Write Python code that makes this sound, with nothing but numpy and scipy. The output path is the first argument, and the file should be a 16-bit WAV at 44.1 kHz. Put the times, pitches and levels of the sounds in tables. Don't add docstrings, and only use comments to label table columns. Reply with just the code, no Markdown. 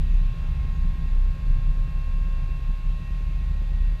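import sys
import numpy as np
from scipy import signal
from scipy.fft import rfft, irfft
from scipy.io import wavfile
from scipy.ndimage import uniform_filter1d

SR = 44100
rng = np.random.default_rng(int(sys.argv[2]) if len(sys.argv) > 2 else 0)


def dump_mix(stems):
    frames = np.atleast_2d(stems).T
    limited = np.clip(frames, -1, 1)
    pcm = np.round(limited * 32767).astype(np.int16)
    wavfile.write(sys.argv[1], SR, pcm)


N = 176400
T = np.arange(N) / SR

# t/s, relative level/dB
SHUDDER_DB = [(0.02, -19.5), (0.06, -23.5), (0.15, -16), (0.29, -21), (0.33, -33.5), (0.49, -22.5),
              (0.6, -35), (0.71, -22), (0.76, -33.5), (0.8, -23), (0.88, -18.5), (0.96, -31), (1.18, -17),
              (1.31, -20.5), (1.38, -40), (1.5, -16), (1.56, -18.5), (1.6, -26), (1.7, -16), (1.75, -27),
              (1.81, -17.5), (1.91, -36), (1.95, -21), (2.04, -27.5), (2.15, -21), (2.57, -26.5),
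              (2.59, -34), (2.7, -19.5), (2.81, -33), (2.88, -18.5), (3.04, -35.5), (3.11, -26.5),
              (3.73, -24), (3.86, -19), (3.95, -23.5), (3.98, -35.5)]
# t/s, f/Hz
SHUDDER_HZ = [(0.02, 35), (0.05, 32.5), (0.13, 31.74), (1.34, 31.63), (1.44, 33.07), (2.79, 32.96),
              (2.96, 34.3), (3.04, 37.7), (3.07, 36.8), (3.98, 37.0)]
# t/s, relative level/dB
BOOM_DB = [(0.02, -27), (0.25, -33.5), (0.27, -37), (0.66, -24), (0.72, -28.5), (1.83, -34), (1.94, -33.5),
           (2.02, -37.5), (2.07, -27), (2.17, -37.5), (2.25, -30), (2.28, -39.5), (2.42, -30), (2.75, -38),
           (3.56, -29.5), (3.69, -38), (3.75, -27.5), (3.98, -37)]
# t/s, lower relative level/dB, upper relative level/dB
DRONE_DB = [(0.02, -37.5, -35.5), (0.2, -55, -42), (0.23, -31, -38), (0.37, -41.5, -42.5), (0.48, -40, -38),
            (0.52, -37, -43), (0.85, -46, -35.5), (0.96, -41, -47), (0.99, -43, -36), (1.17, -49.5, -44),
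            (1.51, -36, -42), (2.21, -43, -41.5), (2.66, -40, -48.5), (2.7, -44, -35), (2.74, -52, -51.5),
            (2.85, -41.5, -43), (3.91, -43.5, -44), (3.98, -40, -45)]
# f/Hz, width/Hz, relative level/dB
BOOM_MODES = [(50.2, 14, -3), (63.46, 7.7, 3), (87.4, 5.9, -7)]
LOWER_DRONE_MODES = [(111.9, 5.5, -2), (135.9, 11.5, 0)]
UPPER_DRONE_MODES = [(153, 10.6, 0.5), (167, 14.2, -1.5), (203, 11, -12.5), (229.8, 3.7, -16.5)]

# order, trim/dB
STRONG_ORDERS = [(2, 2), (4, 4.1), (6, 3.5), (7, 4.4), (10, -0.1)]
# t/s, level/dB for each order in the name
ORDERS_2_4_6_DB = [(0.05, -75, -66, -73), (0.41, -70, -59, -68), (0.43, -73, -59.5, -64),
                   (0.54, -68, -62, -75), (0.64, -79, -59, -70), (0.76, -68, -59, -71),
                   (1.27, -68.5, -61, -68.5), (1.59, -63.5, -59.5, -64.5), (1.7, -65, -59.5, -70),
                   (2.31, -64, -57.5, -65.5), (3.37, -74, -61.5, -78), (3.66, -62, -63.5, -74),
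                   (3.75, -71, -65, -81), (3.95, -68, -64.5, -68)]
ORDER_7_DB = [(0.05, -67), (0.08, -62.5), (0.33, -73), (1.1, -65.5), (1.12, -70), (2.41, -70.5),
              (2.47, -76), (2.59, -67.5), (2.79, -79), (3.09, -63), (3.23, -69.5), (3.71, -65.5),
              (3.83, -62.5), (3.95, -66)]
ORDER_10_DB = [(0.05, -74), (0.24, -65), (0.54, -62.5), (0.58, -70.5), (1.74, -60.5), (1.78, -75),
               (1.87, -59), (2.46, -60.5), (2.56, -55), (2.61, -62.5), (3.08, -58.5), (3.15, -65),
               (3.79, -69), (3.86, -57), (3.89, -70), (3.95, -64)]
# order, level/dB
WEAK_ORDERS = [(3, -70), (5, -77), (8, -70), (9, -76), (11, -77), (12, -79), (13, -72), (14, -78),
               (15, -83), (16, -81), (17, -82), (18, -84), (19, -86), (20, -86)]
# f/Hz, width/Hz, relative level/dB
SIDE_TONES = [(459, 3, -1), (629, 4, -2), (689, 2, 0), (863, 2, 0), (2296, 2, -3)]

# f/Hz, relative density/dB
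HISS_SPECTRUM = [(200, 3), (300, -2), (450, -4), (700, -7), (1100, -6.5), (1400, -8), (1750, -7.5),
                 (2000, -11), (2400, -7), (3050, -13.5), (4200, -14.5), (4750, -15.5), (5300, -22.5),
                 (6900, -23), (8000, -27), (11000, -30.5), (13000, -30), (14500, -30.5)]
# f/Hz, width/Hz, relative level/dB
HISS_MODES = [(594, 24, -5), (2607, 250, 1), (3175, 56, -9), (3520, 160, -8.5), (3895, 143, -6),
              (5870, 420, -17), (9540, 380, -23), (13700, 400, -22)]
# t/s, level/dB
HISS_RING_DB = [(0, -56), (.8, -60.5), (1.5, -62), (2.3, -61), (3.1, -59.5), (4, -61.5)]
# t/s, level/dB
HISS_MID_DB = [(0, -65), (.28, -67), (.42, -55.5), (.7, -60.5), (1.0, -61), (1.2, -67), (4, -84)]

# f/Hz, relative level/dB, t60/s
KNOCK_MODES = [(142, -15, 0.029), (267, 0, 0.025), (364, -3, 0.02)]
# t/s, length/s, f/Hz, level/dB
SQUEAKS = [(.08, .11, 6640, -72), (0.712, 0.085, 6640, -72)]


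def from_db(db):
    return 10 ** (np.asarray(db) / 20)


def curves(rows):
    times_s, *columns = np.transpose(rows)
    return [np.interp(T, times_s, column) for column in columns]


def swell(start_s, length_s):
    progress = np.clip((T - start_s) / length_s, 0, 1)
    return np.sqrt(np.abs(np.sin(np.pi * progress)))


def noise(shape):
    hz = np.maximum(np.arange(N // 2 + 1) * SR / N, 1e-3)
    x = irfft(rfft(rng.standard_normal(N)) * shape(hz), N)
    return x / np.sqrt(np.mean(x ** 2) + 1e-20)


def drift(rate_hz):
    return noise(lambda hz: 1 / (1 + (hz / rate_hz) ** 4))


def resonant_noise(modes):
    def shape(hz):
        power = 0
        for centre_hz, width_hz, db in modes:
            detuning = (hz - centre_hz ** 2 / hz) / (np.sqrt(2) * width_hz)
            power += from_db(db) ** 2 / width_hz / (1 + detuning ** 2) ** 2
        return np.sqrt(power)
    return noise(shape)


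def car_shudder(wander_hz=1.497, trim_db=1):
    (level_db,), (pitch_hz,) = curves(SHUDDER_DB), curves(SHUDDER_HZ)
    cycles = np.cumsum(pitch_hz + wander_hz * drift(rate_hz=6.86)) / SR
    return np.sqrt(2) * from_db(level_db + trim_db) * np.sin(2 * np.pi * cycles)


def panel(modes, level_db, trim_db, window_s):
    vibration = resonant_noise(modes)
    local_rms = np.sqrt(uniform_filter1d(vibration ** 2, int(window_s * SR)) + 1e-9)
    return from_db(level_db + trim_db) * vibration / local_rms


def car_panels():
    (boom_db,), (lower_db, upper_db) = curves(BOOM_DB), curves(DRONE_DB)
    boom = panel(BOOM_MODES, boom_db, trim_db=1, window_s=0.15)
    lower = panel(LOWER_DRONE_MODES, lower_db, trim_db=1.5, window_s=0.14)
    upper = panel(UPPER_DRONE_MODES, upper_db, trim_db=0.5, window_s=0.09)
    return boom + lower + upper


def lift_drive(base_hz=269.2, wander_hz=0.098, flutter_db=0.4, weak_fade_db=2.0):
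    cycles = np.cumsum(base_hz + wander_hz * drift(rate_hz=3.3)) / SR
    fades_db = curves(ORDERS_2_4_6_DB) + curves(ORDER_7_DB) + curves(ORDER_10_DB)
    strong = [(order, db + trim_db + flutter_db * drift(rate_hz=18))
              for (order, trim_db), db in zip(STRONG_ORDERS, fades_db)]
    weak = [(order, db + weak_fade_db * drift(rate_hz=2.3)) for order, db in WEAK_ORDERS]
    return sum(np.sqrt(2) * from_db(db) * np.sin(2 * np.pi * (order * cycles + rng.random()))
               for order, db in strong + weak)


def side_tones(level_db=-69):
    return from_db(level_db) * resonant_noise(SIDE_TONES)


def hiss(broad_db=-52, mid_hz=890, mid_width_hz=970):
    points_hz, density_db = np.transpose(HISS_SPECTRUM)
    (ring_db,), (mid_db,) = curves(HISS_RING_DB), curves(HISS_MID_DB)
    broad = noise(lambda hz: from_db(np.interp(np.log(hz), np.log(points_hz), density_db)))
    mid = resonant_noise([(mid_hz, mid_width_hz, 0)])
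    ringing = resonant_noise(HISS_MODES)
    return from_db(broad_db) * broad + from_db(mid_db) * mid + from_db(ring_db) * ringing


def ring(clicks, hz, t60_s):
    decay = from_db(-60 / (t60_s * SR))
    step_rad = 2 * np.pi * hz / SR
    return signal.lfilter([0, np.sin(step_rad)], [1, -2 * decay * np.cos(step_rad), decay ** 2], clicks)


def chain(first_s=0.0338, period_s=0.10239, click_db=-40, spread_db=0.8, lowpass_hz=554):
    times_s = np.arange(first_s, N / SR, period_s)
    clicks = np.zeros(N)
    clicks[(times_s * SR).astype(int)] = from_db(click_db + spread_db * rng.standard_normal(len(times_s)))
    softened = signal.sosfilt(signal.butter(2, lowpass_hz, fs=SR, output="sos"), clicks + 1e-18)
    return sum(from_db(db) * ring(softened, hz, t60_s) for hz, db, t60_s in KNOCK_MODES)


def wheel_squeaks(width_hz=300, octave_db=-9):
    rubs = np.zeros(N)
    for start_s, length_s, hz, db in SQUEAKS:
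        bands = [(hz, width_hz, 0), (2 * hz, width_hz, octave_db)]
        rubs += from_db(db) * swell(start_s, length_s) * resonant_noise(bands)
    return rubs


def falling_tone(start_s=0.92, length_s=0.13, from_hz=1055, to_hz=1000, peak_db=-60):
    hz = np.interp(T, [start_s, start_s + length_s], [from_hz, to_hz])
    return from_db(peak_db) * swell(start_s, length_s) * np.sin(2 * np.pi * np.cumsum(hz) / SR)


def scene():
    continuous = car_shudder() + car_panels() + lift_drive() + side_tones() + hiss()
    return (continuous + chain() + wheel_squeaks() + falling_tone())[None]


def record(dry):
    cutoff_hz = 14800
    return signal.sosfilt(signal.ellip(10, 0.1, 80, cutoff_hz, fs=SR, output="sos"), dry)


dry = scene()
out = record(dry)
dump_mix(out)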